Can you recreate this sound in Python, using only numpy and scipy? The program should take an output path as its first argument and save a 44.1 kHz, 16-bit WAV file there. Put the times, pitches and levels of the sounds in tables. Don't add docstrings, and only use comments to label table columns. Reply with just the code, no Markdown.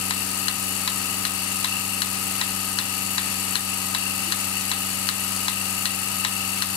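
import sys
import numpy as np
from scipy import signal
from scipy.fft import rfft, irfft
from scipy.io import wavfile
from scipy.ndimage import uniform_filter1d

SR = 44100
rng = np.random.default_rng(int(sys.argv[2]) if len(sys.argv) > 2 else 0)


def wav_out(sig):
    wavfile.write(sys.argv[1], SR, np.round(np.clip(np.atleast_2d(sig).T, -1, 1) * 32767).astype(np.int16))


def voltage_ratio(decibels):
    exponent = np.asarray(decibels, float) / 20
    return 10 ** exponent


N = 298116

# f/Hz, gain/dB
RIGHT_SHADOW = [(30, -4), (60, -5), (200, 4.5), (500, -4), (1100, -11), (1800, -6.5), (2400, -6),
                (3250, -5), (3900, -2), (5400, -10), (7000, -5.5), (8200, -14.5), (9000, -14.5),
                (10300, -21.5), (10700, -32), (11100, -29), (13300, -18), (13800, -30), (14200, -18),
                (15000, -28)]
# f/Hz, likeness/1
NOISE_LIKENESS = [(60, 1), (300, 0.89), (1000, 0.12), (4000, 0.098), (9000, 0.16), (15000, .2)]
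LAG_S = 0.00025

# t/s, f/Hz, level/dB, t60/s
KNOCKS = [(2.17, 220, -40, .15), (4.27, 328, -31, .2)]

# f/Hz, t60/s, out left/dB, out right/dB, back left/dB, back right/dB
SLIDE_MODES = [(1030, .045, -12, -25, -19, -31), (1350, .012, -22, -26, -26, -31),
               (1750, .018, -12, -17, -14, -21), (1980, .018, -5, -13, -6, -13),
               (2250, .015, -9, -16, -14, -21), (3000, .014, -18, -21, -10, -14),
               (3500, .018, -15, -11, -17, -15), (3780, .02, -15, -9, -15, -10),
               (4000, .015, -6, -16, -13, -17), (4170, .017, -13, -20, -2, -17),
               (4300, .018, -11, -18, -9, -20), (4750, .012, -11, -19, -4, -18),
               (5150, .012, -11, -20, -6, -21), (5600, .012, -13, -18, -9, -17),
               (6250, .011, -13, -21, -6, -26), (6700, .015, -10, -22, -11, -26),
               (7900, .01, -12, -21, -8, -21), (9200, .01, -12, -26, -5, -26),
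               (10250, .01, -11, -33, -8, -33)]
# delay/s, level/dB
SLIDE_BOUNCES = [
    [(0, -5), (.001, 0), (.00225, -4), (.00475, -8), (.0105, -14)],
    [(.0008, 0), (.00148, -3), (.0056, -9), (.0104, -12), (.016, -16)],
]
# f/Hz, width/Hz, level/dB
PUFF_HUMPS = [(1050, 280, -26), (1900, 430, -20), (3800, 1600, -14.5)]
FIRST_OUT_S, CYCLE_S, HURRY_S_PER_CYCLE2, BACK_SHARE, CYCLES = .1077, .76875, .00015, .4873, 9
OUT_DB, BACK_DB, UNEVEN_DB = -14, -14, .6

# f/Hz, density/dB per Hz
ROAR_DENSITY = [(30, -85), (60, -75.5), (140, -73.5), (300, -77.5), (520, -77.5), (850, -68), (1050, -70),
                (1600, -70), (1950, -68.5), (2300, -70), (3250, -73.5), (3900, -71), (5600, -69),
                (7000, -70.5), (10000, -67.5), (16000, -93)]
# f/Hz, width/Hz, gain/dB
CASING_PEAKS = [(1277, 130, 4.5), (2772, 560, 9.5), (4520, 390, 8)]

# f/Hz, density/dB per Hz
SCRAPE_DENSITY = [(4000, -90), (6000, -76.5), (7400, -70), (9000, -67.5), (10700, -70), (12500, -71),
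                  (13200, -72.5), (15600, -78)]
# f/Hz, width/Hz, gain/dB
ROTOR_PEAKS = [(6700, 72, 6), (6980, 44, 14), (7780, 310, 7.5), (8110, 370, 5.5), (8680, 120, 6.5),
               (9346, 180, 10), (9800, 280, 6), (9990, 110, 8.5), (10260, 270, 5), (11140, 340, 5.5),
               (11500, 430, 7.5), (12040, 270, 10), (13000, 200, 4)]
# angle/turns, rise/turns, fall/turns, level/dB
BORE_CATCHES = [(.02, 0.024, 0.043, 3.5), (.30, 0.049, 0.035, 4.5), (.44, 0.0076, 0.036, 5),
                (.57, 0.051, 0.077, 3), (.935, 0.014, 0.025, 6)]
GLIDE_DB = -5

SHAFT_HZ, START_TURN = 23.922, -.014
# order/1, left level/dB, right level/dB
SHAFT_ORDERS = [(4, -44, -45), (5, -63, -61), (8, -43, -37), (9, -58, -56), (11, -54, -54), (12, -48, -49),
                (16, -53, -58), (17, -73, -59), (18, -57, -71), (19, -56, -55), (24, -51, -65),
                (26, -57, -67), (28, -57, -72), (32, -53, -58), (33, -48, -63), (36, -63, -53),
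                (37, -55, -73), (40, -53, -57), (41, -57, -68), (44, -52, -64), (47, -54, -64),
                (49, -56, -61), (50, -54, -66), (51, -47, -58), (52, -40.5, -52.5), (53, -48, -57),
                (54, -45, -53), (56, -51, -58), (58, -57, -67), (77, -52, -69), (81, -53, -71),
                (104, -53, -59), (106, -47, -59), (109, -53, -55), (110, -44, -53), (111, -51, -64),
                (112, -45, -57), (113, -47, -55), (114, -42, -52), (115, -45, -58), (116, -49, -58),
                (117, -42.5, -52), (118, -49, -57), (120, -48, -54), (121, -49, -56), (122, -51, -69),
                (124, -52, -56), (126, -53, -60), (177, -53, -71), (181, -54, -63), (188, -47, -59),
                (190, -54, -70), (195, -54, -68)]
# f/Hz, angle/turns, spread/turns per order
CASING_RINGS = [(190, .10, 0), (1255, .11, .13), (2784, .33, .03), (4540, .52, .03)]
# f/Hz, scatter/cycles
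ORDER_SCATTER = [(200, .03), (250, .4), (1000, .4), (1200, .06), (4500, .17)]
# f/Hz, lag/cycles
HUM_LAG = [(200, .02), (570, .33), (800, .0), (1250, .05), (2700, .55), (4500, 1.2)]
SINK_DB_PER_S = 0.5

BAND_LIMIT_HZ = 15740


def read(points, hz):
    f, value = np.transpose(points)
    return np.interp(np.log(hz + 1), np.log(f + 1), value)


def peaked(hz, peaks):
    power = 1
    for f, width, db in peaks:
        power = power + (voltage_ratio(db) ** 2 - 1) / (1 + (2 * (hz - f) / width) ** 2) ** 2
    return np.sqrt(power)


def wander(count, hz):
    knots = rng.standard_normal((count, int(N / SR * hz) + 4))
    at = np.arange(N) / SR * hz
    curves = [np.interp(at, np.arange(knots.shape[1]), k) for k in knots]
    return np.array(curves) * np.sqrt(3 / 2)


def stereo(drive, other, gain):
    hz = np.fft.rfftfreq(N, 1 / SR)
    like = np.clip(read(NOISE_LIKENESS, hz), 0, 1)
    left = rfft(drive)
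    lagged = left * np.exp(-2j * np.pi * hz * LAG_S)
    right = like * lagged + np.sqrt(1 - like ** 2) * rfft(other)
    right = right * voltage_ratio(read(RIGHT_SHADOW, hz))
    return irfft(np.array([left, right]) * gain(hz) * np.sqrt(SR / 2), N)


def turns():
    t = np.arange(N) / SR
    return START_TURN + SHAFT_HZ * t + .0004 * wander(1, hz=8.)[0]


def turn_noise(angle, repeat):
    steps = round(SR / SHAFT_HZ)
    same = rng.standard_normal((2, steps))[:, (angle % 1 * steps).astype(int)]
    repeat = np.clip(repeat, 0, 1)
    return np.sqrt(repeat) * same + np.sqrt(1 - repeat) * rng.standard_normal((2, N))


def thud():
    out = np.zeros(N)
    for start_s, hz, db, t60_s in KNOCKS:
        t = np.maximum(np.arange(N) / SR - start_s, 0)
        envelope = voltage_ratio(db - 60 * t / t60_s) * (1 - np.exp(-t / .008))
        out += envelope * np.sin(2 * np.pi * hz * t)
    return out


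def strokes():
    cycle = (np.arange(CYCLES)[:, None] + [0, BACK_SHARE]).ravel()
    level_db = np.tile([OUT_DB, BACK_DB], CYCLES) + UNEVEN_DB * rng.standard_normal(len(cycle))
    time_s = FIRST_OUT_S + CYCLE_S * cycle - HURRY_S_PER_CYCLE2 * cycle ** 2
    return list(zip(time_s, level_db))


def slide_click(t, back, mode_draws, bounce_draws):
    click = np.zeros((2, len(t)))
    for (delay_s, bounce_db), bounce_draw in zip(SLIDE_BOUNCES[back], bounce_draws):
        since = np.maximum(t - delay_s - np.array([[0], [LAG_S]]), 0)
        for (hz, t60_s, *levels), mode_draw in zip(SLIDE_MODES, mode_draws):
            mode_db = np.reshape(levels, (2, 2, 1))[back]
            uneven_db = .8 * bounce_draw + 1.2 * mode_draw
            gain = voltage_ratio(mode_db + bounce_db + uneven_db - 60 * since / t60_s)
            click += gain * np.sin(2 * np.pi * hz * since)
    return signal.sosfilt(signal.butter(6, 950, "high", fs=SR, output="sos"), click)


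def air_puff(t):
    air = rng.standard_normal((2, len(t))) * (1 - np.exp(-t / .004)) * voltage_ratio(-60 * t / .21)
    hz = np.fft.rfftfreq(len(t), 1 / SR)
    colour = 0
    for f, width, db in PUFF_HUMPS:
        colour = colour + voltage_ratio(db) * np.sqrt(SR / width) / (1 + (2 * (hz - f) / width) ** 2)
    sides = voltage_ratio(np.array([0 * hz, read(RIGHT_SHADOW, hz)]))
    return irfft(rfft(air) * colour * sides, len(t))


def pulsator():
    t, out = np.arange(SR // 8) / SR, np.zeros((2, N + SR))
    clicks = strokes()
    draws = rng.standard_normal((len(clicks), len(SLIDE_MODES) + 5))
    for i, (start_s, db) in enumerate(clicks):
        click = slide_click(t, i % 2, draws[i], draws[i, -5:])
        at = round(start_s * SR)
        out[:, at:][:, :len(t)] += voltage_ratio(db) * (voltage_ratio(1.2) * click + air_puff(t))
    return out[:, :N]


def roar(angle):
    vane_db = .6 * np.cos(2 * np.pi * (4 * angle - .3))
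    puffing = voltage_ratio(vane_db + .4 * wander(1, hz=12.)[0])
    near, far = turn_noise(angle, repeat=0.17) * puffing
    return stereo(near, far, lambda hz: voltage_ratio(read(ROAR_DENSITY, hz)) * peaked(hz, CASING_PEAKS))


def pressure_db(angle):
    power = voltage_ratio(GLIDE_DB) ** 2
    for turn, rise, fall, db in BORE_CATCHES:
        since = (angle - turn + .5) % 1 - .5
        shape = np.where(since < 0, np.exp(-(since / rise) ** 2), np.exp(-abs(since) / fall))
        power = power + voltage_ratio(db) ** 2 * shape
    return 10 * np.log10(power)


def scrape(angle):
    press_db = pressure_db(angle) + 0.49 * wander(1, hz=40.6)[0]
    near, far = turn_noise(angle, repeat=0.12)
    near, far = near * voltage_ratio(press_db), far * voltage_ratio(0.28 * press_db)
    return stereo(near, far, lambda hz: voltage_ratio(read(SCRAPE_DENSITY, hz)) * peaked(hz, ROTOR_PEAKS))


def hum(angle):
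    fade_db = SINK_DB_PER_S * (N / 2 - np.arange(N)) / SR
    ring_hz = np.transpose(CASING_RINGS)[0]
    out, drift = np.zeros((2, N)), wander(48, hz=14.)
    draws = rng.standard_normal((len(SHAFT_ORDERS), 2))
    for (order, left_db, right_db), (start_draw, lag_draw) in zip(SHAFT_ORDERS, draws):
        k = round(order)
        hz = k * SHAFT_HZ
        loose = min(k / 110, 1) ** 2
        group = k // 10
        mode_hz, ring, spread = CASING_RINGS[np.argmin(abs(ring_hz - hz))]
        start = -k * ring - spread * (k - mode_hz / SHAFT_HZ) ** 2 / 2
        start += read(ORDER_SCATTER, hz) * start_draw
        lag = read(HUM_LAG, hz) + 0.23 * loose * lag_draw
        phase = 2 * np.pi * (k * angle + start) + (0.041 + 0.44 * loose) * drift[group]
        waver_db = (.5 + 2.4 * loose) * drift[24 + group]
        level = np.sqrt(2) * voltage_ratio(waver_db + (group == 1) * fade_db)
        out[0] += voltage_ratio(left_db) * level * np.cos(phase)
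        out[1] += voltage_ratio(right_db) * level * np.cos(phase - 2 * np.pi * lag)
    return out


def scene():
    angle = turns()
    return thud() + pulsator() + roar(angle) + scrape(angle) + hum(angle)


def band_limit(x):
    return signal.sosfilt(signal.butter(12, 15910, fs=SR, output="sos"), x)


def record(dry):
    threshold_db, hold_fall_db_per_s, slope, ease_s = -16.5, 47.0, 0.32, 0.017
    level_db = 10 * np.log10(uniform_filter1d((dry ** 2).max(0), 90) + 1e-12)
    fall_db = np.arange(N) * hold_fall_db_per_s / SR
    held_db = np.maximum.accumulate(level_db + fall_db) - fall_db
    over_db = np.maximum(held_db - threshold_db, 0)
    ease = np.exp(-1 / (ease_s * SR))
    ducked = dry / voltage_ratio(slope * signal.lfilter([1 - ease], [1, -ease], over_db))
    edge = signal.firwin(511, BAND_LIMIT_HZ, window=("kaiser", 9), fs=SR)
    mix = signal.oaconvolve(ducked, edge[None], "same")
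    return band_limit(mix)


dry = scene()
out = record(dry)
wav_out(out)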